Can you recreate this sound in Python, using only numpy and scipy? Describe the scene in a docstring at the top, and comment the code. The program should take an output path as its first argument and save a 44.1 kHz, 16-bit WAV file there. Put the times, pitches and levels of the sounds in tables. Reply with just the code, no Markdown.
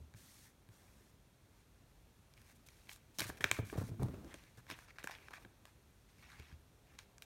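"""A stiff paper deck is handled close to the microphone, after a hand slides one card into place on a cloth-covered table.
Card edges snap as short rings with puffs and cracks of noise; strokes of card are noise shaped by the card's own pitches.
The deck and wrist bump the table top, heard as decaying low tones, and drag on it, heard as uneven noise.
Soft, mostly low noise from the room and microphone lies underneath, and the walls answer faintly."""
import sys
import numpy as np
from scipy import signal
from scipy.fft import rfft, irfft, next_fast_len
from scipy.io import wavfile
from scipy.ndimage import uniform_filter1d, map_coordinates

SR = 44100
rng = np.random.default_rng(int(sys.argv[2]) if len(sys.argv) > 2 else 0)


def to_wav(sig):
    """Store sig (one row per channel, or 1-D mono) as 16-bit WAV at the path in sys.argv[1].

    Samples outside -1..1 are clipped; the rate is SR.
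    """
    pcm = np.clip(np.atleast_2d(sig), -1, 1) * 32767
    pcm = np.round(pcm).astype(np.int16)
    wavfile.write(sys.argv[1], SR, pcm.T)  # frames by channels


def ratio(d):
    """dB to gain"""
    e = np.asarray(d, float) / 20
    return 10 ** e


N = 319725  # samples, 7.25 s

# Card edges letting go. Each row: start in seconds, level in dB, card pitch in Hz, treble relative to that level in dB.
EDGE_SNAPS = [(0.139, -52.5, 1640, 0), (0.146, -50.5, 1750, -22), (0.689, -56.5, 1780, 1),
              (2.338, -60.5, 2300, 10), (2.377, -54.5, 2300, -5), (2.417, -57, 2200, 6),
              (2.687, -47.5, 2220, 1.5), (2.871, -53, 2220, -16), (2.893, -37, 2450, -14),
              (2.961, -53, 1370, 7), (3.1864, -29.5, 4200, 2), (3.196, -24.5, 3400, -16),
              (3.212, -32.5, 1880, -2), (3.218, -30, 2200, -10), (3.241, -40.5, 1630, -8),
              (3.296, -45, 766, -17), (3.3, -35, 1410, -31), (3.372, -49, 2230, -1),
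              (3.408, -33.5, 1700, -9), (3.4416, -13, 1890, -21), (3.5136, -14, 1820, -3),
              (3.529, -41, 1670, -8), (3.544, -45, 1540, 4), (3.59, -38, 1080, -30),
              (3.699, -37.5, 1690, -30), (3.728, -40, 886, -24), (3.779, -56, 980, -17),
              (3.996, -46, 720, -28), (4.032, -36, 703, 0.5), (4.084, -42.5, 1010, -27),
              (4.246, -52.5, 1290, -1), (4.342, -38.5, 2220, 1.5), (4.438, -54, 2080, 0.5),
              (4.667, -49.5, 1610, -7), (4.701, -32.5, 1560, -5), (4.712, -35, 2170, -23),
              (4.789, -42, 1600, -7), (4.985, -37.5, 1700, -12), (5.029, -46, 2230, -10),
              (5.042, -34, 1490, 2.5), (5.073, -30.5, 1490, -3), (5.096, -39, 800, -15),
              (5.11, -42, 2100, -2), (5.152, -46, 2300, -23), (5.284, -39.5, 1670, -21),
              (5.308, -44, 720, -11), (5.337, -38.5, 1630, -28), (5.381, -47.5, 800, -17),
              (5.449, -44.5, 1580, -33), (5.654, -46, 1010, 0), (6.228, -61, 2100, -10),
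              (6.303, -59, 1400, 6), (6.398, -45, 2110, -5), (6.483, -56, 2220, -15), (6.989, -41, 2160, 2),
              (7.182, -52.5, 1500, 9), (7.222, -38.5, 2590, -0.5)]
# Strokes of card on cloth or on card.
# Each row: start in seconds, length in seconds, body level in dB, hiss level in dB, growth over the stroke in dB.
CARD_STROKES = [(0.148, 0.38, -72, -65.5, 0), (0.7, 0.48, -78, -75, -5), (1.507, 0.13, -80, -82, 7),
                (2.365, 0.086, -74.5, -77.5, -4), (2.44, 0.1, -71.5, -71, 6), (2.55, 0.025, -91, -70.5, 0),
                (2.661, 0.018, -74.5, -64, 0), (2.67, 0.27, -75, -74, -1), (2.887, 0.05, -63, -61.5, 13),
                (2.926, 0.06, -75, -66, -13), (3.141, 0.066, -76, -69.5, 1),
                (3.188, 0.013, -44, -42.5, 3.5), (3.202, 0.0095, -39.5, -40.5, -6.5),
                (3.215, 0.059, -51.5, -54, -15), (3.265, 0.039, -57.5, -52, 7),
                (3.3, 0.077, -68.5, -70, -17), (3.37, 0.02, -62, -66, -3), (3.407, 0.036, -53, -60.5, -6),
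                (3.445, 0.07, -53, -63, -6), (3.515, 0.085, -53, -57.5, -4), (3.645, 0.094, -71, -61.5, 5),
                (3.733, 0.055, -62, -71, -14), (3.77, 0.072, -60, -62.5, -9),
                (3.835, 0.076, -65.5, -64, -1), (4.005, 0.095, -65, -85, -9), (4.105, 0.11, -70, -90, -5),
                (4.255, 0.084, -65, -75, 15), (4.331, 0.22, -71, -77.5, -16),
                (4.571, 0.042, -66.5, -70.5, -12), (4.675, 0.036, -59, -68, 25),
                (4.707, 0.054, -55.5, -68, -25), (4.751, 0.12, -66.5, -70.5, -1),
                (4.877, 0.039, -61, -80.5, 0), (4.957, 0.018, -67, -85, 4), (4.989, 0.04, -61.5, -74, -18),
                (5.036, 0.041, -64.5, -63, -13), (5.074, 0.035, -56, -67, 7), (5.106, 0.08, -58, -70, -17),
                (5.167, 0.132, -66.5, -76, 6), (5.306, 0.027, -61, -73, -14.5),
                (5.33, 0.061, -57.5, -69.5, -7), (5.384, 0.06, -70.5, -73.5, 8),
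                (5.649, 0.072, -72, -76, -3), (6.086, 0.064, -75.5, -79.5, -9.5),
                (6.141, 0.097, -73.5, -78, 16), (6.223, 0.061, -64, -77, 1),
                (6.279, 0.131, -63.5, -73.5, -2.5), (6.384, 0.18, -67, -80, -4),
                (6.861, 0.114, -73, -82, 8), (6.982, 0.071, -67, -75, -16), (7.223, 0.026, -71, -68, -9)]
# Bumps on the table top. Each row: start in seconds, relative knock level in dB, relative thud level in dB, thud pitch in Hz.
TABLE_BUMPS = [(0.002, -61, -51, 75.7), (0.141, -66, -56.5, 105), (0.69, -63, -57.5, 108),
               (3.187, -40.5, -63, 99), (3.204, -45.5, -60, 75.4), (3.214, -37, -47.5, 113),
               (3.255, -48, -49, 111), (3.294, -37.5, -54, 72), (3.405, -43, -58, 94),
               (3.443, -32.5, -49, 90.5), (3.515, -44, -50, 117), (3.589, -29.5, -31.5, 109),
               (3.625, -47, -41.5, 101), (3.727, -36, -56, 75.4), (3.755, -36.5, -48, 64.4),
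               (3.777, -32, -31.5, 99.3), (3.811, -33, -45, 105), (3.835, -51, -39, 112),
               (3.889, -47, -46, 122), (3.914, -44.5, -40.5, 97), (3.941, -50, -47, 107),
               (3.998, -38, -37, 134), (4.011, -45, -55, 120), (4.021, -31.5, -34, 125),
               (4.035, -39.5, -30.5, 114), (4.056, -39.5, -41, 85), (4.084, -42, -49, 68.4),
               (4.138, -41.5, -54, 96), (4.245, -48.5, -67, 67), (4.343, -46, -70, 126),
               (4.576, -55.5, -58, 124), (4.7, -49, -66, 97), (4.719, -44.5, -60, 120),
               (5.042, -44, -66, 126), (5.45, -47.5, -60, 118), (6.395, -52.5, -54.5, 71),
               (6.505, -62, -70, 79), (6.526, -72, -52.5, 77)]
# Hands and deck dragging on the table top. Each row: time in seconds, drag level in dB, rumble level in dB.
DRAG_LEVELS = [(0.0, -74.5, -66), (0.5, -78.5, -72.5), (0.87, -72.5, -71), (1.27, -77, -75),
               (3.0, -76, -72.5), (3.231, -78, -75), (3.29, -66, -63), (3.53, -66, -68), (3.67, -77, -60),
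               (3.84, -95, -55.5), (4.06, -62, -48), (4.32, -65.5, -61.5), (4.38, -77.5, -71),
               (4.99, -72.5, -75.5), (5.3, -71.5, -71), (6.0, -78, -74.5), (6.26, -78, -68.5),
               (7.25, -72.5, -76)]
# Low modes (natural tones) of the table top. Each row: multiple of the thud pitch, level in dB.
THUD_MODES = [(1.001, 8.5), (1.702, 2.5)]
# Upper modes of the table top. Each row: pitch in Hz, level in dB, time to fall by 60 dB in seconds.
KNOCK_MODES = [(195, 3, 0.033), (281, 4.5, 0.03), (337.5, 5.5, 0.028), (419.5, 3, 0.033), (580, 5.5, 0.015),
               (780, -25, 0.0033), (1076, -40, 0.018)]
# Tone of the fine paper fibres. Each row: frequency in Hz, relative level in dB per Hz.
FIBRE_TONE = [(1500, -31), (3000, -5.5), (5000, -2.5), (8500, -3.5), (12500, -6.5), (15700, -12.5),
              (17000, -11.5)]
# Tone of the shaken table. Each row: frequency in Hz, relative level in dB per Hz.
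RUMBLE_TONE = [(30, -10.5), (60, 8), (110, -3), (200, 0), (350, -6), (600, -48)]
# Tone of the room and microphone noise. Each row: frequency in Hz, relative level in dB per Hz.
AIR_TONE = [(20, -12), (45, 8), (75, 1.5), (120, 1.5), (200, -11.5), (400, -21), (800, -21.5),
            (1500, -21.5), (3500, -24), (6000, -26.5), (12000, -30), (15000, -34), (16000, -43)]
# Drifting level of that noise. Each row: time in seconds, level in dB.
AIR_DRIFT = [(0, -66), (1.4, -66.5), (3.1, -65.5), (4.2, -63.5), (5.5, -66), (7.25, -66)]
# How fast the room's answer dies. Each row: frequency in Hz, time to fall by 60 dB in seconds.
ROOM_DECAY = [(200, 0.29), (2000, 0.79), (10000, 0.19)]
# Tone of the deck dragged on the cloth. Each row: frequency in Hz, relative level in dB per Hz.
DRAG_TONE = [(200, -12), (400, -4), (800, -10.5), (1400, -17.5), (2200, -33.5)]
# Hollows of the microphone housing. Each row: centre in Hz, width in Hz, change at the centre in dB.
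MIC_HOLLOWS = [(3024, 92, -4.5), (4920, 480, -3), (7620, 550, -2), (10310, 440, -3)]
# Bending modes of a card. Each entry: pitch in Hz.
CARD_MODES_HZ = [775, 1091, 1640, 2320, 3132, 3813, 5250]

# T60 means the time in seconds to fall by 60 dB.
WAVER_DB, LUMPS_DB = 0.6, 3  # unsteadiness of the room noise and of the rumble
THUD_T60_S, HARD_DAMPS = 0.11, 0.17  # a middling thud; dB of ring time lost per dB of force, as the hand stays on the top
SCUFF_T60_S = 0.087  # dull noise after each bump
SNAP_T60_S, DULL_RINGS_ON = 0.0088, 0.094  # ring of a snap; dB of ring time gained per dB of treble lost
SNAP_RISE_S = 0.0003  # an edge lets go at once
CRACK_FADE_T60_S = 0.003  # extra fade of the crack, on top of the snap's own
CLOTH_UNTIL_S = 2.3  # strokes are smooth on the cloth, then card catches on card
STROKE_HZ, GRIP_SHARE = 1800, 0.63  # base pitch; how far (0-1) it leans to the nearest snap, held by the same grip
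START_SHARE, STOP_SHARE = 0.059, 0.18  # main parts of a stroke's length spent getting under way and stopping
SOUND_TOP_HZ = 15900  # nothing above this passes on from the microphone


def unit(x):
    """Scale a sound to an rms (average strength) of 1."""
    return x / np.sqrt(np.mean(x ** 2) + 1e-20)


def along(points, hz):
    """Read a curve of (Hz, value) points on a log frequency axis."""
    point_hz, values = np.transpose(points)
    return np.interp(np.log(hz + 1), np.log(point_hz + 1), values)


def over_time(s, db):
    """Turn levels in dB at times in seconds into a gain for every sample."""
    return ratio(np.interp(np.arange(N) / SR, s, db))


def filtered(x, response):
    """Change the strength and phase of each frequency by a response, which is a function of Hz."""
    size = next_fast_len(len(x) + 8192)
    return irfft(rfft(x, size) * response(np.fft.rfftfreq(size, 1 / SR)), size)[:len(x)]


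def coloured(x, tone):
    """Shape a sound by (Hz, dB) points and bring it to rms 1."""
    return unit(filtered(x, lambda hz: ratio(along(tone, hz))))


def wobble(rate):
    """Draw a smooth random curve through this many random points a second."""
    points = rng.standard_normal(int(N * rate / SR) + 4)
    return map_coordinates(points, [np.arange(N) * rate / SR])


def add(track, s, sound):
    """Mix a sound into a track at a time in seconds."""
    part = track[max(round(s * SR), 0):][:len(sound)]
    part += sound[:len(part)]


def resonance(hz, width_hz):
    """Give the response of one damped mode: it is strongest at its own pitch."""
    return lambda f: 1j * f * width_hz / (hz * hz - f * f + 1j * f * width_hz)


def ring(modes, t):
    """Sum fading sine tones, with strengths and phases drawn anew for each blow."""
    total = 0
    for hz, db, t60 in modes:
        strength = ratio(db + rng.normal(0, 1.0) - 60 * t / t60)
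        total = total + strength * np.sin(2 * np.pi * hz * t + rng.normal(0, 0.69))
    return total


def nearest_modes(hz, slope_db):
    """List (Hz, dB) of the card modes, weaker by slope_db per octave away from the pitch the grip favours."""
    return [(mode, -slope_db * abs(np.log2(mode / hz))) for mode in CARD_MODES_HZ]


def air():
    """Room and microphone noise: shaped random noise that drifts and wavers a little."""
    noise = coloured(rng.standard_normal(N), AIR_TONE)
    return over_time(*np.transpose(AIR_DRIFT)) * ratio(WAVER_DB * wobble(0.97)) * noise


def dragging():
    """Hands and deck rub over the cloth with uneven noise and shake the table into a lumpy rumble."""
    s, drag_db, rumble_db = np.transpose(DRAG_LEVELS)
    drag = coloured(rng.standard_normal(N), DRAG_TONE) * ratio(1.1 * wobble(90))
    rumble = coloured(rng.standard_normal(N), RUMBLE_TONE) * ratio(LUMPS_DB * wobble(30))
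    return over_time(s, drag_db) * drag + over_time(s, rumble_db) * rumble


def bumps():
    """A bump sets off the table's upper modes and a scuff, with a low thud; deeper tones of the thud last longer."""
    out, t = np.zeros(N), np.arange(SR // 3) / SR
    for s, knock_db, thud_db, hz in TABLE_BUMPS:
        # The ring time is the middling one at -45.5 dB and 105 Hz.
        t60 = THUD_T60_S * ratio(-HARD_DAMPS * (thud_db + 45.5))
        modes = [(hz * k, db, t60 * (105 / (hz * k)) ** 1.2) for k, db in THUD_MODES]
        thud = ring(modes, t) * (1 - np.exp(-t / 0.0029))
        scuff = coloured(rng.standard_normal(len(t)), DRAG_TONE) * ratio(-60 * t / SCUFF_T60_S)
        knock = (ring(KNOCK_MODES, t) + 0.33 * scuff) * (1 - np.exp(-t / 0.0026))
        add(out, s, ratio(thud_db) * thud + 0.8 * ratio(knock_db) * knock)
    return out


def snaps():
    """An edge lets go: card modes ring briefly, strongest near its pitch, with a puff of paper noise and a crack."""
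    out, t = np.zeros(N), np.arange(1024) / SR
    rise = 1 - np.exp(-t / SNAP_RISE_S)
    for s, db, hz, treble_db in EDGE_SNAPS:
        t60 = np.clip(SNAP_T60_S * ratio(-DULL_RINGS_ON * treble_db), 0.002, 0.05)
        puff, crack = rng.standard_normal((2, len(t))) * ratio(-60 * t / t60) * rise
        modes = [(mode, level, t60) for mode, level in nearest_modes(hz, slope_db=12)]
        bend = ring(modes, t) * rise
        paper = filtered(puff, resonance(hz, 0.55 * hz))
        bright = filtered(crack * ratio(-60 * t / CRACK_FADE_T60_S),
                          lambda f: ratio(along(FIBRE_TONE, f)) / (1 + 1j * f / 11000) ** 2)
        # Each part is brought to a peak of 1 before it takes its share.
        parts = [(0.8, bend), (0.4, paper), (1.01 * ratio(treble_db), bright)]
        add(out, s, ratio(db) * sum(share * part / abs(part).max() for share, part in parts))
    return out


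def fibres(grain_db, patchy_db, tick):
    """Rubbed paper: noise of rms 1 that flickers fibre by fibre and in patches of pitch, with sparse catches."""
    catches = tick * (rng.random(N) < 150 / SR) * rng.laplace(size=N)  # about 150 a second
    grains = rng.standard_normal(N) * ratio(grain_db * wobble(400))
    z = signal.stft(grains + catches, nperseg=256)[2]
    # Smooth the random field over pitch, then over time, to make patches.
    patches = uniform_filter1d(rng.standard_normal(z.shape), 4, 0)
    patches = uniform_filter1d(patches, 8, 1)
    return unit(signal.istft(z * ratio(patchy_db * unit(patches)), nperseg=256)[1][:N])


def card_body(noise, hz):
    """Pass noise through the modes of the held card, strongest near one pitch, and bring it to rms 1."""
    modes = nearest_modes(hz, slope_db=5.5)

    def response(f):
        # Neighbouring modes have opposite signs; the treble is softened.
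        total = sum((-1) ** k * ratio(db) * resonance(m, 0.3 * m)(f) for k, (m, db) in enumerate(modes))
        return total / (1 + 1j * f / 4000)
    return unit(filtered(noise, response))


def strokes():
    """Each stroke starts and stops quickly, grows or fades as the hand presses, and leans to the held card's pitch."""
    out = np.zeros(N)
    on_card = np.arange(N) > CLOTH_UNTIL_S * SR
    body = fibres(grain_db=2.5 * on_card - 0.9, patchy_db=3, tick=6 * on_card)
    hiss = coloured(fibres(grain_db=0.87 * on_card + 1.0, patchy_db=-0.5, tick=0), FIBRE_TONE)
    for s, length, body_db, hiss_db, growth_db in CARD_STROKES:
        grip_hz = min(EDGE_SNAPS, key=lambda snap: abs(snap[0] - s))[2]
        hz = STROKE_HZ * (grip_hz / STROKE_HZ) ** GRIP_SHARE
        u = np.linspace(-0.5, 0.5, int(max(length, 0.004) * SR))  # progress from start to end
        start = (0.5 + u) / (START_SHARE + 0.00074 / length)
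        stop = (0.5 - u) / (STOP_SHARE + 0.0015 / length)
        edges = np.clip(np.minimum(start, stop), 0, 1)
        here = slice(round(s * SR), round(s * SR) + len(u))
        stroke = ratio(body_db) * card_body(body[here], hz) + ratio(hiss_db) * hiss[here]
        add(out, s, stroke * (edges * ratio(growth_db * u))[:len(stroke)])
    return out


def room(x):
    """The walls answer with a noisy tail in which each frequency dies at its own speed."""
    hz, t, z = signal.stft(rng.standard_normal(SR // 2), SR, nperseg=256)
    fade = ratio(-60 * t / along(ROOM_DECAY, hz)[:, None])
    tail = signal.istft(z * fade, SR, nperseg=256)[1]
    late = np.pad(x, (200, 0))  # the answer comes 200 samples later
    return signal.fftconvolve(late, tail / np.linalg.norm(tail))[:N]


def scene():
    """Cards and table are close and dry; the walls answer faintly over the room noise."""
    near = bumps() + dragging() + snaps() + strokes()
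    walls = ratio(-19) * room(near)
    return (near + walls + air())[None]


def low_pass(x):
    """Removes everything above the highest recorded frequency."""
    return signal.sosfilt(signal.butter(12, 16800, fs=SR, output="sos"), x)


def record(dry):
    """The microphone drops the deepest bass and has a few hollows; the sound ends sharply at 15.9 kHz."""
    def microphone(hz):
        hollows = ratio(sum(db * np.exp(-((hz - centre) / width) ** 2) for centre, width, db in MIC_HOLLOWS))
        bass_cut = (1j * hz / (35 + 1j * hz)) ** 2
        return bass_cut * hollows
    mix = filtered(dry[0], lambda hz: (hz < SOUND_TOP_HZ) * microphone(hz))[None]
    return low_pass(mix)


dry = scene()
out = record(dry)
to_wav(out)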